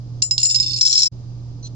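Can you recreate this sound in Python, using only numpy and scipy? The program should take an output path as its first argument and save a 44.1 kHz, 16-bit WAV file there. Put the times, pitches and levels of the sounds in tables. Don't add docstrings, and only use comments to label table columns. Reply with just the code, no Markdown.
import sys
import numpy as np
from scipy import signal
from scipy.fft import rfft, irfft
from scipy.io import wavfile
from scipy.ndimage import uniform_filter1d, minimum_filter1d

SR = 44100
rng = np.random.default_rng(int(sys.argv[2]) if len(sys.argv) > 2 else 0)


def master(y):
    cut = np.clip(np.atleast_2d(y).T, -1, 1)
    pcm = np.round(cut * 32767)
    wavfile.write(sys.argv[1], SR, pcm.astype(np.int16))


N = 77175

# (frequency [Hz], level [dB])
AIR_COLOUR = [(20, 2.5), (60, 2), (100, 4.5), (170, 1), (215, -8), (280, -3), (400, -13), (700, -18.5),
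              (1150, -23.5), (1500, -34), (2000, -38), (3000, -35), (5000, -26), (6500, -31.5),
              (7900, -43.5), (8150, -70.5)]
# (frequency [Hz], likeness [-1 to 1])
AIR_ALIKE = [(250, 0.93), (500, 0.65), (1020, -0.2), (2060, 0.27), (4180, -0.1)]
# (frequency [Hz], balance [dB])
AIR_BALANCE = [(100, -1.5), (500, -2), (1600, -1), (5000, -5), (8000, 9)]
# (frequency [Hz], level [dB])
HUM_TONES = [(120, -31), (274, -61.5), (301, -63.5), (1185, -75.5), (4810, -69.5)]
# (time [s], level [dB])
BACKGROUND_LEVEL = [(0, -2), (.205, 0), (.235, -7), (.39, -3.5), (.46, -8), (.52, -9), (.57, -3.5),
                    (.79, -1), (.812, -14.5), (1.08, -15), (1.115, -1), (1.75, -1.5)]
# (time [s], clack [dB], low ring [dB], high ring [dB], share [0 to 1])
BEAN_HITS = [(0.2205, -14, -38.5, -37.5, 0.85), (0.2228, -8, -8.5, -7.5, 1), (0.3098, -10, -5, -15, 0.18),
             (0.3795, -8, -13.5, -20.5, 0), (0.3997, -18, -29.5, -17.5, 0.87),
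             (0.4153, -17, -19, -15, 0.59), (0.4295, -13.5, -5, -5.5, 0.73),
             (0.4515, -13.5, -22, -12.5, 0.89), (0.455, -12.5, -16.5, -10.5, 0.85),
             (0.4662, -20.5, -19.5, -29.5, 0.78), (0.489, -34.5, -11, -17.5, 0.29),
             (0.4996, -17.5, -15, -18, 0.92), (0.5093, -16, -8.5, -11, 1), (0.5449, -11.5, -7, -23.5, 0),
             (0.5494, -17, -13.5, -48, 0.03), (0.559, -9.5, -3, -28.5, 0), (0.5993, -11.5, -3, -18.5, 0.1),
             (0.626, -19, -27.5, -34, 0.6), (0.6475, -25, -31.5, -37, 0.5), (0.6607, -21, -8, -29, 0.96),
             (0.6794, -19, -10.5, -28, 0.86), (0.7322, -19.5, -33, -39, 0.44),
             (0.739, -23, -14.5, -32, 0.02), (0.7875, -21, -18.5, -35.5, 0.38), (0.8102, -3, 4, -17, 1),
             (0.8143, -11.5, -0.5, -29.5, 1), (0.8268, -15.5, 1.5, -41.5, 0.93),
             (0.851, -13, -2.5, -21.5, 0.78), (0.862, -18.5, 0, -30, 1), (0.8685, -11.5, -12, -26, 0.8),
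             (0.875, -11.5, -26, -28, 0.7), (0.8805, -20.5, -8.5, -20, 0.5), (0.8998, -29.5, -3.5, -31, 1),
             (0.9278, -6, -14, -27, 0.09), (0.933, -18, -8, -26, 0.7), (0.951, -12.5, -24, -22.5, 1),
             (0.955, -16.5, 0.5, -33.5, 0.9), (0.9768, -6, 2, -21, 1), (0.9892, -23, -8, -28, 0.37),
             (0.993, -13.5, -15, -29.5, 0.73), (1.003, -15, -18, -29, 0.8), (1.0112, -16.5, -15, -43, 0.9),
             (1.018, -20.5, -22, -35, 0.4), (1.031, -7, 0, -16.5, 0.54), (1.0565, -16, -5.5, -43.5, 1),
             (1.063, -18.5, -7.5, -32, 1)]
# (time [s], level [dB])
BOUNCE_LEVEL = [(.38, -32), (.5, -28), (0.65, -24), (.78, -23), (0.798, -48.5), (0.858, -18.5), (1.0, -15),
                (1.081, -18.5)]
# (frequency [Hz], level on bare steel [dB], level on the heap [dB])
CLACK_COLOUR = [(1010, -28, -31), (2050, -29.5, -35.5), (2275, -14.5, -17), (2520, -7, -17),
                (2812, -11.5, -23.5), (3230, -8, -5), (3970, -3, -5.5), (3990, -4.5, 5), (4600, 7, -9),
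                (5660, -0.5, 6), (6200, -2.5, -5.5), (7040, -4.5, -9), (7240, -3.5, -7.5), (8600, -40, -46),
                (9300, -48, -59)]
# (frequency [Hz], balance [dB], lead [rad])
CLACK_STEREO = [(2800, -3, 4.1), (3690, -9.5, 1.9), (3800, 2.5, 0.17), (5100, -21, 0.26), (5400, 3.5, 0.6),
                (6700, -6.5, 0.57), (7700, -1.5, 0.44)]
FLOOR_HZ = (5156, 5261, 7084, 7164)
# (level [dB], bare fade [s], fade under beans [s], balance [dB], lead [rad])
FLOOR_RINGS = [(-1.5, 0.12, 0.04, -8.5, -2), (-4.5, 0.12, 0.064, 5.5, -2), (-2, 0.14, 0.17, 6.5, 2.6),
               (-9.5, 0.15, 0.19, 9, -1.5)]
# (frequency [Hz], level [dB], bare fade [s], fade under beans [s], balance [dB], lead [rad])
WALL_NOTES = [(2805, -21.5, 0.061, 0.0022, -7, -2), (4193, -6, 0.015, 0.012, -22, 5.5),
              (4410, -12.5, 0.02, 0.032, -8, 1.5), (5350, -8.5, 0.021, 0.05, 7.5, 4.5),
              (5700, -11, .02, 0.055, -2, -1.5), (5877, -5, 0.013, 0.018, 8, 3.5),
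              (6650, -24.5, 0.037, 0.024, 12.5, 7.5), (7845, -19.5, 0.057, 0.015, -1.5, 1.5)]
# (time [s], low note [dB], high note [dB])
SCOOP_KNOCKS = [(.3795, -29.5, -25.5), (.4996, -26.5, -29.5), (.5494, -28.5, -22), (.5834, -29.5, -39.5),
                (.6607, -27, -30.5), (.627, -31, -20), (.7, -24, -22), (.7322, -28.5, -19.5),
                (.7634, -44.5, -22)]
# (frequency [Hz], level [dB], early fade [s], late fade [s], balance [dB], lead [rad])
SCOOP_NOTES = [(3622, -4.5, .18, .04, -8, 2.3), (4470, 1.5, .08, .03, -20, .1)]
# (time [s], level [dB])
SQUEAK_LEVEL = [(1.627, -66.5), (1.6285, -51), (1.642, -51.5), (1.652, -44), (1.658, -46), (1.67, -47),
                (1.679, -55), (1.686, -71)]
# (frequency [Hz], width [Hz], level [dB])
SQUEAK_NOTES = [(4150, 41.5, 8.5), (6100, 150, 7.5)]
# (frequency [Hz], level [dB])
SCRAPE_TONE = [(2000, -22), (3800, 0), (7600, -6), (8500, -49)]

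HEAP_S = .805
BREAK_START_S, BREAK_END_S, BREAK_FADE_S = 1.085, 1.113, .013
TIME = np.arange(N) / SR


def amp(db):
    return 10 ** (np.asarray(db) / 20)


def unit(x):
    return x / np.sqrt(np.mean(abs(x) ** 2) + 1e-20)


def over_time(points):
    return np.interp(TIME, *np.transpose(points))


def over_hz(points, column=1):
    rows = np.array(points)
    return np.interp(np.log(np.fft.rfftfreq(N, 1 / SR) + 1), np.log(rows[:, 0]), rows[:, column])


def stereo(balance_db, lead):
    left = amp(balance_db / 2) * np.exp(1j * lead / 2)
    pair = np.array([left, 1 / left]).reshape(2, -1)
    return pair / np.sqrt(np.mean(abs(pair) ** 2, axis=0))


def causal(gain):
    mirrored = np.log(np.concatenate([gain, gain[:0:-1]]))
    return np.exp(np.conj(signal.hilbert(mirrored)))[:len(gain)]


def noise_pair(envelope, likeness):
    left, other = rfft(rng.standard_normal((2, N)) * envelope)
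    return np.array([left, likeness * left + np.sqrt(1 - likeness ** 2) * other])


def kicks(times, sizes):
    return np.bincount(np.round(times * SR).astype(int), sizes, N)[:N]


def room_air():
    spectrum = noise_pair(1, over_hz(AIR_ALIKE)) * amp(over_hz(AIR_COLOUR))
    return amp(-39) * unit(irfft(spectrum * stereo(over_hz(AIR_BALANCE), 0), N))


def mains_hum():
    waver = unit(sum(np.sin(2 * np.pi * (hz * TIME + rng.random())) for hz in np.geomspace(1, 14, 12)))
    hum = sum(amp(db) * np.exp(2j * np.pi * (hz * TIME + rng.random())) for hz, db in HUM_TONES)
    return np.sqrt(2) * (stereo(balance_db=-4.4, lead=.35) * hum).real * amp(.7 * waver)


def small_bounces():
    tries, bare_per_s, heap_per_s = 400, 70, 130
    when, level = np.transpose(BOUNCE_LEVEL)
    moment, size, spot, chance = rng.random((tries, 4)).T
    span = when[-1] - when[0]
    times = when[0] + moment * span
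    db = np.interp(times, when, level) + .25 * np.log(size / (1 - size))
    share = np.where(times < HEAP_S, spot, 1)
    rate = np.where(times < HEAP_S, bare_per_s, heap_per_s)
    rows = np.column_stack([times, db, db + 5.5, db - 11, share])
    return rows[chance < rate * span / tries]


def steel_note(times, sizes, hz, db, bare_fade_s, heap_fade_s, balance_db, lead):
    rise_s, heap_start = .0012, round(HEAP_S * SR)
    turn = np.exp(2j * np.pi * hz / SR)
    rise = np.exp(-1 / (rise_s * SR))
    push = signal.lfilter([1 - rise], [1, -rise * turn], kicks(times, sizes) + 1e-18)
    bare_step, heap_step = turn * amp(-60 / (np.array([bare_fade_s, heap_fade_s]) * SR))
    bare = signal.lfilter([1], [1, -bare_step], push[:heap_start])
    heap = signal.lfilter([1], [1, -heap_step], push[heap_start:], zi=[bare[-1] * heap_step])[0]
    return amp(db) * (stereo(balance_db, lead) * np.concatenate([bare, heap])).imag


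def cup_ring(hits):
    times, clack_db, low_db, high_db, share = hits.T
    sizes = [amp(low_db) * np.sqrt(1 - share), amp(low_db) * np.sqrt(share), amp(high_db), amp(high_db)]
    floor = sum(steel_note(times, size, hz, *ring)
                for size, hz, ring in zip(sizes, FLOOR_HZ, FLOOR_RINGS))
    wall = sum(steel_note(times, amp(clack_db) * rng.uniform(.3, 1.7, len(times)), *note)
               for note in WALL_NOTES)
    return floor + wall


def clacks(hits, colour_db):
    rise_s, tick_fade_s, hollow_fade_s = .0003, .0065, .024
    times, db = hits[:, :2].T
    t = TIME[:SR // 10]
    burst = (1 - np.exp(-t / rise_s)) * (amp(-60 * t / tick_fade_s) + amp(-10 - 60 * t / hollow_fade_s))
    power = signal.fftconvolve(kicks(times, amp(db) ** 2), burst ** 2)[:N]
    ticks = noise_pair(np.sqrt(abs(power)), likeness=.84)
    sides = stereo(over_hz(CLACK_STEREO), over_hz(CLACK_STEREO, column=2))
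    return irfft(ticks * causal(unit(amp(colour_db))) * sides, N)


def kitchen_echo(sound):
    t, fade_s = TIME[:SR // 2], .16
    tail = rng.standard_normal((2, len(t))) * amp(-60 * t / fade_s) * (t > .004)
    tail /= np.linalg.norm(tail, axis=1, keepdims=True)
    return amp(-14) * signal.fftconvolve(sound, tail, axes=1)[:, :N]


def scoop_ring():
    times, *levels = np.transpose(SCOOP_KNOCKS)
    return sum(steel_note(times, amp(db), *note) for db, note in zip(levels, SCOOP_NOTES))


def squeak():
    flutter_db, tones = 3, 0
    rubbing = (TIME > SQUEAK_LEVEL[0][0]) & (TIME < SQUEAK_LEVEL[-1][0])
    for hz, width, db in SQUEAK_NOTES:
        drift = np.cumsum(rng.standard_normal(N)) * np.sqrt(2 * np.pi * width / SR)
        flutter = amp(flutter_db * unit(uniform_filter1d(rng.standard_normal(N), size=150)))
        tone = flutter * np.exp(1j * (2 * np.pi * hz * TIME + uniform_filter1d(drift, size=30)))
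        tones += amp(db) * (stereo(balance_db=-2, lead=1.72) * tone).real
    return amp(over_time(SQUEAK_LEVEL)) * rubbing * tones


def scrape():
    peak_s, width_s = 1.669, .011
    friction = unit(irfft(noise_pair(1, likeness=.4) * amp(over_hz(SCRAPE_TONE)), N))
    return amp(-47) * friction * np.exp(-((TIME - peak_s) / width_s) ** 2)


def scene():
    hits = np.vstack([BEAN_HITS, small_bounces()])
    on_bare = hits[:, 0] < HEAP_S
    steel_band = signal.butter(4, [2400, 8200], "bandpass", fs=SR, output="sos")
    pour = signal.sosfilt(steel_band, cup_ring(hits) + scoop_ring())
    pour += clacks(hits[on_bare], over_hz(CLACK_COLOUR, column=1))
    pour += clacks(hits[~on_bare], over_hz(CLACK_COLOUR, column=2))
    rub = squeak() + scrape()
    pour = (pour + kitchen_echo(pour)) * (TIME < BREAK_START_S)
    rub = rub + kitchen_echo(rub) / 2
    background = (room_air() + mains_hum()) * amp(over_time(BACKGROUND_LEVEL))
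    return pour + rub + background


def record(dry):
    ceiling, top_hz = .95, 9070
    safe_gain = ceiling / np.maximum(abs(dry).max(axis=0), ceiling)
    limited = dry * uniform_filter1d(minimum_filter1d(safe_gain, size=129), size=129)
    outside_break_s = np.maximum(BREAK_START_S - TIME, TIME - BREAK_END_S)
    fade = np.clip(outside_break_s / BREAK_FADE_S, 0, 1)
    gate = np.maximum(np.sin(np.pi / 2 * fade) ** 2, amp(-34))
    treble_cut = signal.firwin(255, top_hz, window=("kaiser", 8), fs=SR)
    return signal.oaconvolve(limited * gate, treble_cut[None], "same")


dry = scene()
out = record(dry)
master(out)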